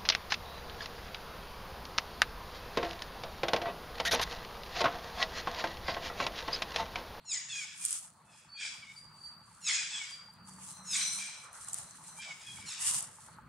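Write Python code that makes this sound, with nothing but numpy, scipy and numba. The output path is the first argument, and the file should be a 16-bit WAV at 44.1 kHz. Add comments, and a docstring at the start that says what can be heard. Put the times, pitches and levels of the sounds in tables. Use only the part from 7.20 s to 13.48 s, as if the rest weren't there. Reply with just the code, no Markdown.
"""Baby monkey on dry leaves

A baby monkey squeals and whimpers: partials ring mouth and throat, forced breath screeches, trees smear each
cry. Leaves rustle and snap as clicks and noise bursts; a bird whistles and thin far tones hang as wavering
sines. A mechanism ticks as damped knocks; traffic hums as swelling bands of noise and drones as one low note."""
import sys
import numpy as np
from scipy import signal
from scipy.fft import rfft, irfft, next_fast_len
from scipy.io import wavfile
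from scipy.ndimage import uniform_filter1d
from numba import njit

SR = 44100
rng = np.random.default_rng(int(sys.argv[2]) if len(sys.argv) > 2 else 0)


def transcribe(signal):
    """Save signal, clipped to [-1, 1], as a 16-bit WAV file at the path in sys.argv[1]."""
    frames = np.atleast_2d(signal).T
    limited = np.clip(frames, -1, 1)
    pcm = np.round(limited * 32767).astype(np.int16)
    wavfile.write(sys.argv[1], SR, pcm)


N = 276948


def undb(db):
    """Decibels to amplitude."""
    return 10 ** (np.asarray(db) / 20)


def unit(x):
    """Scale to an RMS of 1."""
    return x / np.sqrt(np.mean(x ** 2))


def track(rows, fade=0.0077):
    """Columns of a table as curves in time, and a gate that is open over its span."""
    s, *columns = np.transpose(rows)
    t = np.arange(N) / SR
    gate = np.clip(np.minimum(t - s[0], s[-1] - t) / fade, 0, 1)
    return [np.interp(t, s, c) for c in columns], gate


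def walk(rate):
    """Random levels held 1 / rate s and slewed twice; spread near 1."""
    k = max(int(SR / rate), 2)
    held = np.repeat(rng.standard_normal(N // k + 1), k)
    return 1.236 * uniform_filter1d(uniform_filter1d(held, k), k)[:N]


def colour(x, points):
    """Shape the spectrum of x by (f/Hz, gain/dB) points."""
    hz, db = np.transpose(points)
    n = next_fast_len(N)
    log_hz = np.log(np.arange(n // 2 + 1) * SR / n + 1)
    return irfft(rfft(x, n) * undb(np.interp(log_hz, np.log(hz), db)), n)[..., :N]


def spread(mid, side, share):
    """Left and right from a shared and an opposed part."""
    return np.array([mid + share * side, mid - share * side])


@njit
def svf(x, hz, width):
    """State-variable band-pass, gain 1 at the centre."""
    y, b, l = np.empty(len(x)), 0., 0.
    g, k = np.tan(np.pi * hz / SR), width / hz
    for i in range(len(x)):
        v = (b + g * (x[i] + 1e-18 - l)) / (1 + g * (g + k))
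        b, l, y[i] = 2 * v - b, l + 2 * g * v, k * v
    return y


def modes(x, table):
    """Parallel resonances of alternating sign, each applied twice for dark valleys."""
    out = 0
    for k, (hz, width, db) in enumerate(table):
        # two passes narrow the band, so each is half as wide again
        once = svf(x, 1. * hz, 1.5 * width)
        out = out + (-1) ** k * undb(db) * svf(once, 1. * hz, 1.5 * width)
    return out


def baby():
    """Vocal folds give a stack of partials that rings mouth and throat; forced breath screeches over it."""
    # throat resonances, the high ones opening with the mouth: f/Hz, width/Hz, level/dB
    low_throat = [(1750, 600, -24), (2480, 440, -7), (3450, 450, -12)]
    high_throat = [(4300, 500, -7), (5300, 600, -4), (6800, 600, 2), (7700, 400, -7), (8700, 800, -10)]
    # colour of breath forced through the open throat: f/Hz, gain/dB
    breath_colour = [(290, -54), (500, -97), (840, -27), (1510, -5), (1680, -2.5), (2070, -2), (2400, 3.5),
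                     (2950, -2), (3400, -1), (4000, -1.5), (4800, 1), (5550, -5), (6680, -3), (9450, -7.5),
                     (12000, -149), (15600, -91), (22000, -120)]
    hz, mouth_hz, (lower, upper, screech) = cries()
    # tight folds whistle clean; as the pitch drops they slacken and turn hoarse, less so below 900 Hz
    hoarse = np.clip((1350 - hz) / 90, .2, 1.4) / (1 + .4 * (hz < 900))
    # low cries with little forced breath stay clearer
    hoarse = hoarse * np.clip(2.5 * screech / (lower + 1e-9) + (hz > 900), .3, 1)
    jitter = hoarse * (.011 * walk(250) + .008 * walk(45))
    phase = 2 * np.pi * np.cumsum(hz * (1 + jitter)) / SR
    folds = mouth = breath = rasp = 0
    for k in range(1, 14):
        # the higher a partial, the more the uneven cycles blur it
        blur = (hoarse + .4 * (hz < 950)) * (k * hz / 4800) ** 2 * walk(300)
        size = (1 + .8 * hoarse * walk(170)) * (k * hz < 10000)
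        off_mouth = k * hz - mouth_hz
        folds = folds + size * np.cos(k * phase + blur)
        mouth = mouth + size * np.cos(k * phase) / (1 + (off_mouth / 300) ** 2) ** 2
        # ragged breath makes a wide band at each partial
        puff = np.cos(k * phase) * walk(700)
        breath = breath + puff
        rasp = rasp + puff / (1 + (off_mouth / 400) ** 2)
    breath = unit(breath) + .95 * rng.standard_normal(N)
    forced = unit(colour(breath, breath_colour))
    throat = unit(modes(breath, low_throat + high_throat))
    breath = unit(forced + .8 * throat + .25 * unit(rasp)) * undb(1.5 * walk(250))
    voice = mouth * lower + modes(folds * lower, low_throat) + modes(folds * upper, high_throat)
    return undb(-5.5) * voice, breath * screech


def cries():
    """Pitch, mouth resonance and three levels: cries climb to a peak, slide in pitch and fade."""
    # one row a cry; it may end before its peak: start t/s, peak t/s, end t/s, first f/Hz, last f/Hz,
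    # first mouth f/Hz, last mouth f/Hz, lower drive/dB, upper drive/dB, screech level/dB, basic fade/(dB/s)
    calls = [ (0.052, 0.113, 0.29, 1422, 950, 3920, 1950, -37.5, -27, -43.5, 139),
             (0.288, 0.346, 0.36, 906, 812.4, 3500, 3240, -32.5, -42, -47, 16),
             (0.355, 0.357, 0.41, 820, 807, 2480, 2420, -31, -36, -48, 46),
             (0.402, 0.412, 0.42, 775, 734.4, 2360, 2200, -33, -39, -50, 140),
             (0.451, 0.467, 0.53, 846, 826, 3550, 2440, -45.5, -63, -53, 51),
             (0.537, 0.556, 0.55, 743, 731, 2230, 2200, -44, -75, -55.5, 64),
             (0.594, .62, 0.655, 807.8, 822, 2420, 2470, -42, -69, -54.5, 67),
             (1.037, 1.104, 1.267, 873, 840, 2600, 2570, -55.5, -90, -65.5, 40.3),
             (1.34, 1.391, 1.49, 821, 783, 2440, 2360, -35, -60, -44, 28),
             (1.614, 1.629, 1.75, 774, 758, 2300, 2270, -38, -71, -60, 120),
             (1.642, 1.711, 1.725, 716, 743.4, 2140, 2260, -42, -72, -61, 28),
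             (2.413, 2.469, 2.517, 1416, 970.3, 3748, 2091, -32.5, -27.5, -31.5, 183),
             (2.517, 2.543, 2.67, 846, 797, 2440, 2400, -30, -30.5, -39.5, 104),
             (2.701, 2.74, 2.792, 893, 819, 3562, 3300, -36, -46, -45, 40),
             (2.794, 2.815, 2.858, 768, 714.7, 2315, 2150, -35, -52, -49, 90),
             (2.86, 2.872, 2.93, 810, 785, 3250, 3150, -46, -60, -55, 113),
             (3.65, 3.734, 3.74, 1383, 1053, 3740, 2150, -37, -24, -33.5, 340),
             (3.771, 3.793, 4.03, 772.7, 770, 2470, 2323, -31, -44, -40, 270),
             (3.983, 4, 4.095, 803, 790, 2440, 2380, -37, -42, -46.5, 120),
             (4.102, 4.125, 4.24, 800.5, 781, 2400, 2365, -44.5, -67, -54.5, 200),
             (4.179, 4.232, 4.26, 780, 784, 2360, 2348, -52.5, -73.5, -70, 40),
             (4.966, 5.004, 5.03, 770, 817.4, 2380, 2450, -33.5, -63.5, -46, 125),
             (5.054, 5.111, 5.13, 776.6, 732, 2420, 2208, -35.5, -65, -53, 40),
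             (5.167, 5.192, 5.222, 749, 739, 2262, 2228, -53, -68.5, -52, 130),
             (5.222, 5.289, 5.44, 830, 823, 3080, 3323, -41, -55, -56.5, 152),
             (5.347, 5.383, 5.62, 768, 751.6, 2300, 2270, -48, -72.5, -57.5, 71),
             (5.461, 5.5, 5.57, 1424, 1090, 4240, 3310, -40, -42, -44, 59),
             (5.535, 5.631, 5.8, 906, 984, 2704, 2952, -45, -46, -47.5, 150), ]
    tight_hz = 1200  # cries that start above this are squeals, the rest whimpers
    pause_s = .035
    # for lower, upper and screech: start below peak/dB after a pause, and straight after another cry
    rested_climb_db, running_climb_db = (22.5, 26.5, 37), (9.5, 2, 5)
    # for the same three: delay of the peak/s, and factor on the fade
    late_s, fade_share = (0.0005, 0.0078, 0.0204), (1.23, 1.54, 0.81)
    sag_share, sag_s, break_s, break_late_s = .49, .13, 0.0202, .015
    jaw_late_s, jaw_s = 0.013, 0.0046

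    def step(u, late, width):
        return .5 + .5 * np.tanh((u - late) / width)

    t = np.arange(N) / SR
    hz, mouth_hz, gains = np.full(N, 1000.), np.full(N, 2300.), np.zeros((3, N))
    quiet_from = 0
    for call, following in zip(calls, calls[1:] + [(N,)]):
        start, peak, end, first_hz, last_hz, open_hz, shut_hz, *peak_db, fade = call
        # a cry lasts until the next when that follows at once or cuts in
        end = following[0] if following[0] - end < pause_s else end
        on = slice(int(start * SR), int(end * SR))
        u = t[on] - peak
        # a whimper slides evenly
        pitch = jaw = (t[on] - start) / (end - start)
        if first_hz > tight_hz:
            # a squeal sags a little, then pitch and mouth break downward around the peak
            sag = np.minimum((t[on] - start) / sag_s, 1)
            pitch = sag_share * sag + (1 - sag_share) * step(u, break_late_s, break_s)
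            jaw = step(u, jaw_late_s, jaw_s)
        hz[on] = first_hz + (last_hz - first_hz) * pitch
        mouth_hz[on] = open_hz + (shut_hz - open_hz) * jaw
        climbs = rested_climb_db if start - quiet_from > pause_s else running_climb_db
        quiet_from = end
        for gain, db, climb, share, late in zip(gains, peak_db, climbs, fade_share, late_s):
            rising = climb / (peak + late - start) * (u - late)
            falling = -share * fade * (u - late)
            gain[on] = undb(db + np.minimum(rising, falling))
    return hz, mouth_hz, uniform_filter1d(gains, int(.008 * SR))


def shrill():
    """A throat resonance rung by ragged breath: a falling sine whose strength varies fast at random."""
    # rows that end before they start stay silent:
    # start t/s, peak t/s, end t/s, first f/Hz, last f/Hz, peak level/dB
    shrill_bands = [(0.103, .125, .27, 7080, 6650, -43), (1.391, 1.439, 1.6, 8910, 8800, -55.5),
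                    (2.492, 2.537, 2.3, 6746, 6520, -36.5), (2.7, 2.73, 2.8, 7904, 7504, -44.5),
                    (1.374, 1.41, 1.55, 3452, 3300, -50), (1.385, 1.41, 1.6, 4940, 4700, -50),
                    (2.711, 2.745, 2.6, 3550, 3203, -45)]
    rise_db, fade_db_per_s = 4, 68
    out = 0
    for start, peak, end, first_hz, last_hz, top_db in shrill_bands:
        (hz,), gate = track([(start, first_hz), (end, last_hz)])
        (db,), _ = track([(start, top_db - rise_db), (peak, top_db),
                          (end, top_db - fade_db_per_s * (end - peak))])
        out = out + gate * undb(db) * walk(600) * np.sin(2 * np.pi * np.cumsum(hz) / SR)
    return out


def leaves():
    """Dry leaves rub: dense clicks of very uneven size over a dry hiss, coloured alike."""
    # colour of the leaves: f/Hz, gain/dB
    leaf_colour = [(410, -40), (700, -39), (807, -20), (919, -59), (1010, -15.5), (2190, -15.5),
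                   (3410, -10.5), (3930, -14), (8560, 2.5), (9620, 1.5), (15600, -39)]
    patchy = undb(1.86 * walk(40) + 0.56 * walk(250))
    pair = []
    for _ in range(2):
        sizes = undb(np.minimum(18.0 * rng.exponential(size=N), 14))
        cracks = (rng.random(N) < .02) * rng.standard_normal(N) * sizes
        hiss = 1.25 * rng.standard_normal(N)
        pair.append(unit(colour(unit(cracks) + hiss, leaf_colour)))
    left, right = spread(*pair, 0.86) * patchy * scuffles()
    # the last scuffles are off to the left: from 5.45 s the right side comes a sample late
    return np.array([left, np.where(np.arange(N) > 5.45 * SR, np.roll(right, 1), right)])


def scuffles():
    """Level of the rustle: each scuffle rises at its own pace, holds, and settles."""
    # movements in the leaves: full from t/s, held t/s, rise/(dB/s), level/dB
    moves = [(0.422, .01, 183, -58), (.6, 0.024, 302, -56), (0.652, 0.0045, 223, -38.5),
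             (0.718, 0.04, 399, -38.5), (1.191, 0.0071, 79, -64.5), (1.78, 0.0027, 117, -60),
             (2.062, 0.0059, 62, -65.5), (2.31, 0.046, 96, -68.5), (2.469, 0.0087, 116, -54),
             (2.91, 0.023, 121, -61), (3.13, 0.0075, 153, -75), (3.29, 0.0032, 501, -52.5),
             (3.428, 0.085, 256.5, -50), (3.67, 0.019, 202, -65), (3.74, 0.26, 208, -43),
             (4.101, 0.15, 96, -60), (4.345, 0.033, 495, -56.5), (4.42, 0.039, 301.5, -52),
             (4.49, 0.022, 300, -52), (4.548, 0.0086, 600, -48), (4.59, 0.065, 150, -52.5),
             (4.95, 0.037, 39, -54), (5.369, 0.013, 48, -53.5), (5.49, 0.012, 510.5, -46.5),
             (5.62, 0.14, 594, -32.5), (5.9, 0.18, 98, -60.5)]
    settle_db_per_s, still_db = 167, -80.5
    t = np.arange(N) / SR
    power = undb(still_db) ** 2
    for s, held, rise, db in moves:
        slope = np.minimum(rise * (t - s), -settle_db_per_s * (t - s - held))
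        power = power + undb(db + np.minimum(0, slope)) ** 2
    return np.sqrt(power)


def snaps():
    """Single leaves break: a few milliseconds of noise around their own pitch."""
    # leaf snaps: t/s, peak level of the shared part/dB, centre f/Hz
    breaks = [(0.651, -15, 8170), (0.66, -20.5, 9060), (0.7074, -21, 8800), (0.7276, -20.5, 8260),
              (0.7537, -39, 8800), (0.787, -35, 8600), (2.9093, -38, 8100), (3.137, -54.5, 10600),
              (4.3305, -37.5, 9900), (4.428, -44, 8500), (4.447, -35, 8200), (4.486, -30.5, 7960),
              (4.496, -36, 7660), (4.532, -24, 8050), (4.543, -22.5, 8140), (4.585, -32, 8140),
              (4.709, -39.5, 7000), (4.881, -41, 6900), (4.987, -41, 8160), (5.7366, -28.5, 8900),
              (5.76, -39, 9690), (5.7806, -34, 8880), (5.7928, -31.5, 8950), (5.806, -28, 7550),
              (5.826, -29.5, 9060)]
    out = np.zeros((2, N))
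    t = np.arange(1024) / SR
    envelope = np.exp(-t / .0012) * np.minimum(t / .0002, 1)
    for (s, db, hz), burst in zip(breaks, rng.standard_normal((len(breaks), 2, 1024))):
        ring = np.array([svf(svf(b * envelope, 1. * hz, .3 * hz), 1. * hz, .3 * hz) for b in burst])
        i = int(s * SR)
        out[:, i:i + 1024] += spread(*ring, 0.74) / np.abs(ring[0]).max() * undb(db)
    return out


def bird():
    """A near sine that beats unevenly, with a faint octave."""
    # whistles: start t/s, peak t/s, end t/s, first f/Hz, last f/Hz, relative level/dB
    whistles = [(1.277, 1.358, 1.59, 4494, 4610, -53), (1.747, 1.787, 1.83, 4695, 4763, -50.5),
                (1.851, 2.074, 2.4, 4674, 4634, -54.5), (2.852, 2.915, 3.19, 4750, 4690, -51),
                (3.169, 3.237, 3.45, 4620, 4568, -61)]
    rise_db, fade_db_per_s = 12.5, 105
    out = 0
    for start, peak, end, first_hz, last_hz, top_db in whistles:
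        (hz,), gate = track([(start, first_hz), (end, last_hz)], fade=0.016)
        (db,), _ = track([(start, top_db - rise_db), (peak, top_db),
                          (end, top_db - fade_db_per_s * (end - peak))])
        waver = 0.00293 * walk(150) + .004 * walk(25)
        phase = 2 * np.pi * np.cumsum(hz * (1 + waver)) / SR
        beat = 0.79 + 0.79 * walk(200)
        out = out + gate * undb(db + 4.0) * beat * (np.sin(phase) + undb(-22.0) * np.sin(2 * phase))
    return out


def tones():
    """Thin far tones of fixed pitch, each fluttering alone in strength and phase under a shared swell."""
    # the tones: f/Hz, relative level/dB
    thin_tones = [(3862, -10), (4108, -4), (5812, -7), (6075, -3), (8240, -5), (8670, -4)]
    # their shared swell: t/s, level/dB
    tone_swell = [(3.45, -58), (3.55, -55), (3.7, -58.5), (3.76, -30.5), (3.87, -33), (4.01, -43),
                  (4.2, -57), (4.32, -68), (4.45, -57.5), (4.72, -62), (4.77, -71), (4.9, -54.5),
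                  (5.0, -69)]
    (db,), gate = track(tone_swell, fade=0.049)
    t = np.arange(N) / SR
    out = 0
    for hz, tone_db in thin_tones:
        flutter = undb(tone_db - 5 + 1.5 * walk(22)) * walk(120)
        out = out + flutter * np.sin(2 * np.pi * hz * t + 2.5 * walk(90))
    return gate * undb(db) * out


def ticks():
    """A small mechanism knocks softly ten times a second and twice loses its step."""
    # runs of even ticking: first t/s, last t/s, middle blow level/dB
    runs = [(0.047, 2.1, -37), (2.214, 2.95, -33), (3.085, 6.25, -30.5)]
    # resonances of its body: f/Hz, width/Hz, level/dB
    body = [(870, 51, -0.5), (1410, 610, -8.5)]
    knocks = np.zeros(N)
    for first, last, db in runs:
        at = (np.arange(first, last, .1) * SR).astype(int)
        knocks[at] = undb(db + 3 * rng.standard_normal(len(at)))
    soft = np.convolve(knocks, np.hanning(40))[:N]  # each blow lasts about a millisecond
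    return modes(soft, body)


@njit
def trees(x, lags, gain, damp):
    """Trees scatter sound: eight delay lines that feed each other, duller on every round."""
    line, soft, out = np.zeros((8, 4096)), np.zeros(8), np.zeros((2, len(x)))
    for i in range(len(x)):
        total = 0.
        for k in range(8):
            soft[k] += (1 - damp) * (gain[k] * line[k, (i - lags[k]) & 4095] - soft[k])
            total += soft[k]
            out[k % 2, i] += soft[k]
        for k in range(8):
            line[k, i & 4095] = x[i] + 1e-18 + soft[k] - total / 4
    return out


def air():
    """Traffic hum and air as half-octave noise bands; hum and middle swell apart, every band flickers."""
    # colour of the background: f/Hz, gain/dB
    air_colour = [(15, -45), (38, -14), (160, 3), (204, -1.5), (274, -12.5), (434, -17), (873, -8.5),
                  (1170, -4), (3840, -28), (4390, -16), (6570, -66), (9080, -48), (10700, -69),
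                  (11600, -29), (15600, -36.5)]
    # swells, heard relative to their means: t/s, hum level/dB, middle level/dB
    gusts = [(0.0, -68, -71), (0.38, -69.5, -71), (1.78, -70, -68.5), (1.85, -63, -68), (2.36, -68.5, -66),
             (2.52, -68, -66.5), (3.01, -70.5, -66.5), (3.27, -61, -65.5), (3.88, -65.5, -61),
             (4.13, -71, -62), (4.65, -60, -61), (4.67, -67, -62), (5.21, -66.5, -63), (5.44, -56.5, -66),
             (5.54, -71.5, -61), (5.75, -58.5, -55.5), (5.96, -68, -63), (6.28, -53.5, -63.5)]
    (hum_db, middle_db), _ = track(gusts)
    out = 0
    for hz in 30 * 2 ** np.arange(0, 9.1, .5):
        mid, side = (svf(svf(rng.standard_normal(N), hz, hz / 2), hz, hz / 2) for _ in range(2))
        # bands from 2500 Hz up do not swell
        swell = hum_db - hum_db.mean() if hz < 350 else (middle_db - middle_db.mean()) * (hz < 2500)
        flicker = 2.34 * walk(5.297) + (1.5 if hz < 350 else 4.) * walk(30)
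        width = np.clip(0.11 + 0.093 * np.log2(hz / 125), .17, .9)  # higher bands are wider
        out = out + undb(swell + flicker) * spread(mid, side, width)
    return unit(colour(out, air_colour)) * undb(-59)


def drone():
    """A low note, wavering in pitch and strength, that slowly fades."""
    (db,), gate = track([(3.033, -62), (4.08, -66)], fade=0.097)  # t/s, level/dB
    hz = 194.5 * (1 + 0.0298 * walk(3.5))
    return gate * undb(db) * (0.82 + walk(25.0)) * np.sin(2 * np.pi * np.cumsum(hz) / SR)


def scene():
    """Cries, bird whistles and tones sound direct and through the trees; the rest is added dry."""
    t60_s, damp, echo_db = 0.51, 0.2, -2
    voice_echo_db = -8  # the voiced part beams forward and scatters less than the breath
    voice, breath = baby()
    far = breath + shrill() + bird() + tones()
    lags = rng.integers(500, 3000, 8)  # samples
    echo = trees(far + undb(voice_echo_db) * voice, lags, undb(-60 * lags / SR / t60_s), damp)
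    echo = spread(echo.mean(axis=0), (echo[0] - echo[1]) / 2, 0.88)
    return voice + far + undb(echo_db) * echo + leaves() + snaps() + ticks() + air() + drone()


def record(dry):
    """A steep low-pass cuts the top above 15.7 kHz."""
    return signal.sosfilt(signal.ellip(10, .2, 70, 15700, fs=SR, output="sos"), dry)


dry = scene()
out = record(dry)
transcribe(out)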